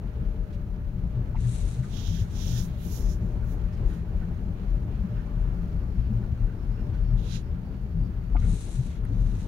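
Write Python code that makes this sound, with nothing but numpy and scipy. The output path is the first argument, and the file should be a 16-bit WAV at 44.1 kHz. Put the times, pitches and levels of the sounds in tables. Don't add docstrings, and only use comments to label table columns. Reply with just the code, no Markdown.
import sys
import numpy as np
from scipy import signal
from scipy.fft import rfft, irfft
from scipy.io import wavfile
from scipy.ndimage import map_coordinates

SR = 44100
rng = np.random.default_rng(int(sys.argv[2]) if len(sys.argv) > 2 else 0)


def dump(signal):
    limited = np.clip(np.atleast_2d(signal).T, -1, 1)
    pcm = np.round(limited * 32767).astype(np.int16)
    wavfile.write(sys.argv[1], SR, pcm)


N = 417627
T = np.arange(N) / SR
FREQS = np.maximum(np.arange(N // 2 + 1) * SR / N, 1)


# pitch in Hz, width in Hz, level in dB.
CABIN_MODES = [(60.6, 51.2, 0.26), (80.6, 37, -4), (116.8, 22.4, -1), (169.3, 25.8, -4),
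               (200.9, 28.3, -9.5), (251.6, 41, -21)]
# frequency in Hz, level in dB.
HEAVE_EQ = [(12, -30), (22, -12), (31, -2), (42, 0), (52, -5), (75, -22), (130, -50), (400, -120)]
# frequency in Hz, level in dB.
ROAR_EQ = [(150, -4.5), (240, 1), (300, -2.5), (385, -1), (460, -6), (540, -14.5), (740, -15.5),
           (900, -15.5), (1200, -28.5), (2500, -66), (8000, -98)]
# centre in seconds, rocking level in dB, half length in seconds,
# swell of the boom in dB.
PAVING_BUMPS = [(0.286, -19, 0.036, 0), (0.405, -22.5, 0.045, 0.5), (1.047, -24, 0.024, 5),
                (1.646, -22.5, 0.07, 3), (2.135, -24, 0.092, 2.5), (2.369, -24.5, .04, 0.5),
                (3.078, -17, 0.045, 2), (3.349, -24, .025, -3), (3.65, -20, 0.019, 0.5),
                (3.868, -15.5, 0.014, -6), (4.246, -18.5, 0.019, -0.5), (4.717, -22.5, 0.052, -0.5),
                (5.183, -24.5, .03, 1), (5.449, -19.5, 0.084, 3.5), (5.994, -15.5, 0.017, 5),
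                (6.136, -42, 0.12, 2.5), (6.449, -16, 0.024, -5), (6.7, -24, 0.047, 0),
                (7.031, -19.5, 0.062, 1), (7.152, -19.5, 0.066, 3.5), (8.022, -23, 0.05, 5.5),
                (8.357, -16, 0.039, 2.5), (8.492, -18, 0.064, 6), (9.229, -21, 0.16, 3.5)]
# centre in seconds, pitch in Hz, peak level in dB,
# half length in seconds.
PANEL_THUMPS = [(1.175, 122, -25.5, 0.038), (5.05, 189, -24.5, 0.011), (6.115, 211, -25.5, 0.017),
                (6.16, 113.4, -25.5, 0.078), (6.44, 114, -27.5, 0.037), (7.14, 119.5, -25, 0.042),
                (7.98, 164.2, -27.5, 0.039), (3.96, 167.5, -32.5, 0.022), (4.44, 181, -32, .03),
                (4.87, 113, -28.5, 0.033), (5.6, 175, -33, 0.071), (2.62, 172.2, -31.5, .12)]

def road(doublings, body_hz=41.76):
    swell_db = sum(db * bell(at, half) for at, _, half, db in PAVING_BUMPS)
    heave_db = -34 + 3 * doublings
    boom_db = -31.5 + 5.5 * doublings + swell_db
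    roar_db = -48 + 6 * doublings
    rocking = shudders([(at, body_hz, db, half) for at, db, half, _ in PAVING_BUMPS])
    heave = undb(heave_db + 1.9 * wander(16)) * noise(eq(HEAVE_EQ)) + rocking
    modes = np.sqrt(sum(np.abs(undb(db) * resonance(hz, width) ** 2) ** 2
                        for hz, width, db in CABIN_MODES))
    boom_gain = undb(boom_db + 1.34 * wander(16))
    boom = boom_gain * (pan(4.2) * noise(modes) + undb(-13) * noise(modes, channels=2))
    roar = undb(roar_db + 2.45 * wander(22)) * noise(eq(ROAR_EQ))
    return pan(7.0) * heave + boom + pan(4.1) * shudders(PANEL_THUMPS) + pan(2.9) * roar


# frequency in Hz, level in dB.
WASH_EQ = [(150, 8.5), (350, 9.5), (700, 3), (1000, -3), (1500, -3.5), (2200, -11.5), (2750, -14),
           (3200, -21), (4200, -15.5), (5000, -21.5), (6600, -19), (7900, -28), (11000, -27), (16000, -29)]

def tyres(doublings):
    wash_db = -51.5 + 5.5 * doublings
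    wetness_db = 0.6 * wander(14)
    wash = unit(filtered(grit(spread_db=3.0), eq(WASH_EQ))) * undb(wash_db + wetness_db)
    slosh = noise(resonance(1235, 1120) ** 2) * undb(wash_db - 12 + 1.43 * wander(16))
    splash = noise(resonance(2590, 1800) ** 2, channels=2) * undb(wash_db - 18 + 2.3 * wander(14))
    return pan(-0.5) * wash + pan(-65) * slosh + pan(0.72) * splash


SWEEP_S = 0.683

def blade_drag(start, wet_db, wet_s, drying_db_per_s):
    cleared_db = -63.5
    return_db, gather_db_per_s = -71, 7.5
    stop_s, flip_s = 0.04, 0.056
    age = np.clip(T - start, 0, 2 * SWEEP_S)
    rising = age < SWEEP_S
    up_db = np.maximum(wet_db - drying_db_per_s * np.maximum(age - wet_s, 0), cleared_db)
    back_db = return_db + gather_db_per_s * (age - SWEEP_S)
    sliding = np.where(rising, np.clip((SWEEP_S - flip_s - age) / stop_s, 0, 1), 1)
    return sliding * blade_speed(start) ** 0.97 * undb(np.where(rising, up_db, back_db))


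def blade_speed(start):
    return np.abs(np.sin(np.pi * np.clip((T - start) / SWEEP_S, 0, 2)))


# start in seconds, drag on wet glass in dB,
# seconds until the water thins, drying in dB per second.
WIPER_PASSES = [(1.36, -52.5, 0.18, 51), (8.37, -54, 0.24, 35)]
# frequency in Hz, level in dB.
SWISH_EQ = [(500, -31), (1500, -3.5), (2600, 1), (3200, 0), (3900, 5.5), (4800, -3), (5700, 0), (6800, 5.5),
            (9200, 6), (10700, 0), (12300, -17), (16000, -34)]
# centre in seconds, pitch in Hz, peak level in dB,
# half length in seconds.
ARM_JUDDERS = [(1.475, 120.3, -17.5, 0.036), (1.805, 126.5, -22.5, 0.033), (2.1, 96, -21.5, 0.018),
               (2.15, 165.4, -30, 0.059), (2.22, 98, -20.5, 0.011), (2.53, 120, -23.5, 0.079),
               (8.41, 78.5, -24, 0.028), (8.797, 126, -18.5, 0.021), (9.1, 104.6, -23, 0.037)]

def wipers(reference_db=-56, patchy_db=2.5):
    drag = sum(blade_drag(*row) for row in WIPER_PASSES) * undb(patchy_db * wander(22) - reference_db)
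    friction = grit(spread_db=2.5) * undb(0.97 * wander(70))
    colour = band_unit(eq(SWISH_EQ), 6000, 11000)
    bands = zip(three_bands(6800, 5600), (0.46, 1, 1.09))
    left, right = sum(filtered(friction, colour * band) * drag ** growth for band, growth in bands)
    right = filtered(right, eq([(2000, 1.0), (4000, -2.5), (6600, 1.5), (7800, -22), (16000, 1)]))
    swish = undb(reference_db + 4) * np.array([left, right])
    speed = sum(blade_speed(start) for start, *_ in WIPER_PASSES)
    dry_hiss = pan(4) * undb(-72) * speed * noise(resonance(10600, 5000) ** 2, channels=2)
    return swish + dry_hiss + wiper_knocks() + pan(4.8) * shudders(ARM_JUDDERS)


# pitch in Hz, width in Hz, level in dB.
LINKAGE_MODES = [(294, 78, 4), (720, 71, 2), (937, 104, -1.5), (1215, 26, 0.5), (1340, 67, -2.5),
                 (1730, 280, -8), (2170, 88, -5), (2600, 190, -9.5), (3450, 500, -7)]
# start in seconds, level over 10 ms in dB, centre in Hz, width in octaves.
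LINKAGE_KNOCKS = [(1.346, -45.5, 840, .4), (1.354, -43, 980, 0.17), (1.362, -56, 2250, 0.19),
                  (1.370, -55, 2200, .25), (8.348, -41.5, 796, 0.37), (8.352, -36.5, 300, 0.34),
                  (8.355, -37, 820, 0.48), (8.365, -44.5, 1220, 0.26), (8.365, -49, 2250, 0.15),
                  (8.371, -57, 2530, 0.26), (9.052, -57, 1800, 0.28)]
# start in seconds, level in dB, centre in Hz, width in octaves,
# length in seconds.
BLADE_SCRAPES = [(1.438, -58, 1750, .15, .013), (1.83, -51.5, 1590, .42, 0.017),
                 (8.41, -54, 1800, 0.37, 0.045), (8.895, -59, 2400, 0.76, 0.032),
                 (8.945, -59, 2000, 0.55, 0.023), (9.089, -38.5, 320, 0.5, 0.03)]

def wiper_knocks(knock_s=0.01):
    body = sum((-1) ** k * undb(db) * resonance(hz, width)
               for k, (hz, width, db) in enumerate(LINKAGE_MODES))

    def ring(hz, octaves):
        return body * np.exp(-.5 * (np.log2(FREQS / hz) / octaves) ** 2)

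    blows = 0
    for start, db, hz, octaves in LINKAGE_KNOCKS:
        delay = np.exp(-2j * np.pi * FREQS * start)
        blows = blows + undb(db) * band_unit(ring(hz, octaves), 0, SR) * delay
    out = irfft(blows, N) * np.sqrt(knock_s * SR)
    for start, db, hz, octaves, length in BLADE_SCRAPES:
        scrape = unit(filtered(contact(start, length), ring(hz, octaves)))
        out = out + undb(db) * scrape * np.sqrt(length * SR / N)
    return cabin_echo(pan(-0.47) * out, echo_db=-1.0)


# frequency in Hz, level in dB.
SKIN_EQ = [(900, -28), (1550, -5.5), (2100, -7), (2600, -3.5), (3100, -2.5), (3950, -0.5), (4350, -3.5),
           (5700, 5.5), (6850, 3), (7450, -10.5), (8300, -23.5), (9500, -20), (10600, -21.5), (16000, -18)]
# centre in Hz, width in Hz, level in dB.
SHEEN_PEAKS = [(9500, 1500, -6), (11650, 1200, 6), (13050, 900, 1), (15700, 1100, 1)]
# start, attack, hold and release in seconds, power of the attack curve,
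# level in dB, then coarse drag, fine hiss and rim ring in relative dB, ring pitch in Hz,
# top treble in dB, leaning in and brightening in dB per second.
PALM_STROKES = [(1.886, 0.1, 0.22, 0.079, 1, -48, 2, -10.5, 8, 3300, -6, -13, 12),
                (2.285, 0.11, .19, 0.11, 1.4, -47.5, -2, -9, 6, 3370, -6, 28, 12),
                (2.62, .04, 0.17, 0.14, 1, -72.5, 7, 8, -13, 3260, -4, 0, -40),
                (2.753, 0.17, 0.053, 0.073, 2.6, -48, -8, 0, -14, 3880, -2, 0, -14),
                (2.98, 0.062, 0.085, 0.067, 1.1, -53, -8.5, -8, -14, 3880, -8, 15, 17),
                (3.15, .06, .12, .12, 1, -73, -3, -2, -14, 3880, -8, 0, 0),
                (3.42, .089, .015, 0.068, 1.3, -64.5, -3, 4, -8, 3900, -3, 0, 0),
                (3.84, .076, .035, .11, 0.68, -70, 6, 2.5, -12, 3300, -15, 0, 0),
                (7.152, 0.043, 0.069, .05, 0.86, -67.5, 9, -3, -10, 3300, -10, 0, 0),
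                (7.172, 0.15, 0.041, 0.075, 3.4, -49.5, 4, -9.5, -3, 3950, -24, -10, 12)]

def palm(rim_width_hz=910, release_power=2.07, hiss_power=0.61):
    sheen = sum(undb(db) * np.abs(resonance(hz, width)) ** 4 for hz, width, db in SHEEN_PEAKS)
    skin = eq(SKIN_EQ) * (1 + sheen)
    coarse, middle, fine = three_bands(4580, 7770)
    friction = rfft(grit(spread_db=0.5) * undb(0.88 * wander(50)))
    out = 0
    for (start, attack, hold, release, swell, db, coarse_db, fine_db,
         ring_db, ring_hz, top_db, lean, brighten) in PALM_STROKES:
        held = np.clip(T - start - attack, -attack, hold + release)
        press = np.clip((T - start) / attack, 0, 1) ** swell
        let_go = np.clip(1 - (T - start - attack - hold) / release, 0, 1) ** release_power
        pressure = press * let_go
        rim = np.abs(resonance(ring_hz, rim_width_hz)) ** 2
        colour = skin * (1 + undb(ring_db) * rim) * eq([(9500, 0), (15000, top_db)])
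        drag = undb(coarse_db - brighten * held) * pressure
        hiss = undb(fine_db + brighten * held) * pressure ** hiss_power
        bands = [(coarse, 2600, 4300, drag), (middle, 4700, 7200, pressure), (fine, 9000, 15500, hiss)]
        for band, lo_hz, hi_hz, gain in bands:
            rub = irfft(friction * band_unit(colour * band, lo_hz, hi_hz), N)
            out = out + undb(db + lean * held) * gain * rub
    reflected = eq([(2000, -13), (3500, -16), (6300, -22), (8300, -8), (10500, -14), (15000, -34)])
    return np.array([filtered(out[0], reflected), out[1]])


# start in seconds, level in dB, centre in Hz, length in seconds.
PUDDLE_SPLASHES = [(2.15, -58, 1660, .04), (2.524, -57.5, 1640, 0.056), (3.422, -58, 1400, .025),
                   (3.885, -61, 1550, .06), (4.21, -58, 1270, 0.036), (5.15, -59, 1540, 0.069),
                   (5.156, -63, 2650, .025), (5.246, -58.5, 1150, 0.11), (5.435, -55.5, 1050, 0.037),
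                   (6.215, -59, 1420, .035), (6.466, -58, 1420, 0.062), (6.477, -68, 2580, 0.042),
                   (6.76, -61, 1500, .05), (6.767, -67, 2600, 0.042), (6.935, -61.5, 1420, 0.044)]

def puddles(width_hz=450):
    out = 0
    for start, db, hz, length in PUDDLE_SPLASHES:
        hollow = unit(np.abs(resonance(hz, width_hz)) ** 2)
        out = out + undb(db) * filtered(contact(start, length), hollow)
    return cabin_echo(pan(-9.5) * out, echo_db=2)


# time in seconds, level in dB.
WHINE_LEVELS = [(0, -59), (2.2, -66), (3.3, -59.5), (4.2, -62.5), (4.6, -60.5), (5.35, -58), (5.8, -63.5),
                (9.47, -68.5)]

def drive_whine(hz=594.6, waver_hz=15):
    gain = undb(curve(WHINE_LEVELS) + 3 * wander(16))
    return pan(1.8) * gain * tone(hz + waver_hz * wander(60))


def steering_hum(centre_s=0.3, half_s=0.3, hz=440, db=-54):
    return pan(1.8) * undb(db) * bell(centre_s, half_s) * noise(resonance(hz, 60) ** 2)


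# start in seconds, length in seconds, pitch in Hz, level in dB.
PAD_SQUEALS = [(5.07, 0.16, 5300, -80), (5.3, 1.05, 5340, -84), (5.5, .85, 4580, -84), (6.5, .5, 4570, -84),
               (6.99, .16, 4540, -80), (7.38, .13, 4650, -80), (6.55, 0.36, 5290, -77.5),
               (6.998, 0.17, 5380, -78.5), (7.38, .13, 5270, -78.5), (7.55, 0.86, 4640, -81.5),
               (7.6, .7, 5300, -86)]

def brakes(arch_hz=60, smear_hz=140, flicker_db=2):
    out = 0
    for start, length, hz, db in PAD_SQUEALS:
        pressure = np.sqrt(np.maximum(1 - (2 * (T - start) / length - 1) ** 2, 0))
        pitch = hz + arch_hz * (pressure - 1) + smear_hz / 2 * wander(400)
        roughness = 1 + .5 * wander(smear_hz)
        out = out + pressure * undb(db) * tone(pitch) * roughness
    return pan(-32) * out * undb(flicker_db * wander(30))


# start in seconds, level in dB, centre in Hz, length in seconds,
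# pan as left minus right in dB.
DROP_TICKS = [(0.525, -62, 2700, 0.025, -14), (3.725, -66.5, 5020, 0.023, -13),
              (3.768, -68, 4550, 0.012, -8), (6.942, -67, 4000, .014, 1), (9.05, -61, 10000, 0.004, 7),
              (8.953, -69, 9000, 0.004, 4)]

def rain(per_second=30, patter_db=-72):
    sizes = undb(3 * np.minimum(rng.exponential(size=(2, N)), 2))
    drops = (rng.random(N) < per_second / SR) * sizes
    muffled = eq([(300, -10), (1400, 0), (3000, -4), (6000, -16), (12000, -36)])
    out = undb(patter_db) * unit(filtered(cabin_echo(drops, echo_db=8), muffled))
    for start, db, hz, length, pan_db in DROP_TICKS:
        colour = unit(np.abs(resonance(hz, 3500) ** 2))
        out = out + pan(pan_db) * undb(db) * filtered(contact(start, length), colour)
    return out


def cabin_echo(x, echo_db, decay_s=0.0064):
    t = T[:2048]
    echoes = rng.standard_normal((2, len(t))) * np.exp(-t / decay_s) * (t > .001)
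    echoes *= undb(echo_db) / np.linalg.norm(echoes, axis=1, keepdims=True)
    return (x + signal.fftconvolve(x, echoes, axes=1)[:, :N]) / np.hypot(1, undb(echo_db))


def shudders(rows):
    out = np.zeros(N)
    for (at, hz, db, half), phase in zip(rows, rng.random(len(rows))):
        near = np.abs(T - at) < 4 * half
        t = T[near] - at
        out[near] += undb(db) * np.exp(-(t / half) ** 2) * np.sin(2 * np.pi * (hz * t + phase))
    return out


def contact(start, length):
    age = np.clip((T - start) / length, 0, 20)
    return rng.standard_normal(N) * 2 * np.sqrt(age) * np.exp(-age ** 2)


def grit(spread_db):
    sizes = np.repeat(rng.standard_normal(N // 32 + 1), 32)[:N]
    return unit(rng.standard_normal((2, N)) * undb(spread_db * sizes))


def noise(response, channels=1):
    return unit(filtered(rng.standard_normal((channels, N)), response))


def tone(hz):
    return np.sqrt(2) * np.sin(2 * np.pi * np.cumsum(hz) / SR)


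def wander(rate):
    knots = rng.standard_normal(4096)
    return unit(map_coordinates(knots, [T * rate], order=1, mode="wrap"))


def bell(centre_s, half_s):
    return np.exp(-((T - centre_s) / half_s) ** 2)


def curve(points):
    return np.interp(T, *np.transpose(points))


def eq(points):
    hz, db = np.transpose(points)
    return undb(np.interp(np.log(FREQS), np.log(hz), db))


def resonance(hz, width):
    return 1 / (1 + 1j * (FREQS ** 2 - hz ** 2) / (FREQS * width))


def three_bands(lo_hz, hi_hz):
    low = 1 / (1 + (FREQS / lo_hz) ** 16)
    high = 1 / (1 + (hi_hz / FREQS) ** 16)
    return low, 1 - low - high, high


def band_unit(response, lo_hz, hi_hz):
    return response / np.sqrt(np.mean(np.abs(response) ** 2 * ((FREQS > lo_hz) & (FREQS < hi_hz))))


def filtered(x, response):
    return irfft(rfft(x) * response, N)


def pan(db):
    gains = undb(np.array([[db], [-db]]) / 2)
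    return gains / gains.mean()


def undb(db):
    return 10 ** (np.asarray(db) / 20)


def unit(x):
    return x / np.sqrt(np.mean(x ** 2) + 1e-18)


# time in seconds, speed in km/h.
CAR_SPEED = [(0, 18), (.8, 13.6), (1.5, 17.1), (2.7, 19.9), (5.3, 20.6), (6.5, 18.3), (8, 15.4), (9.47, 17)]

def scene(cruise_kmh=20):
    doublings = np.log2(curve(CAR_SPEED) / cruise_kmh)
    rolling = road(doublings) + tyres(doublings) + puddles()
    machinery = drive_whine() + steering_hum() + brakes()
    return rolling + machinery + rain() + wipers() + palm()


def record(dry, top_hz=15750):
    hiss_eq = eq([(100, -16.5), (6500, 1.5), (8200, 3), (11500, 10), (16000, 10)])
    left, right = dry + undb(-73.5) * noise(hiss_eq, channels=2)
    notch_db = -4 * np.abs(resonance(7520, 1400)) ** 2
    heard = np.array([left, filtered(right, undb(notch_db))])
    return signal.sosfilt(signal.ellip(12, .1, 90, top_hz, fs=SR, output="sos"), heard)


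dry = scene()
out = record(dry)
dump(out)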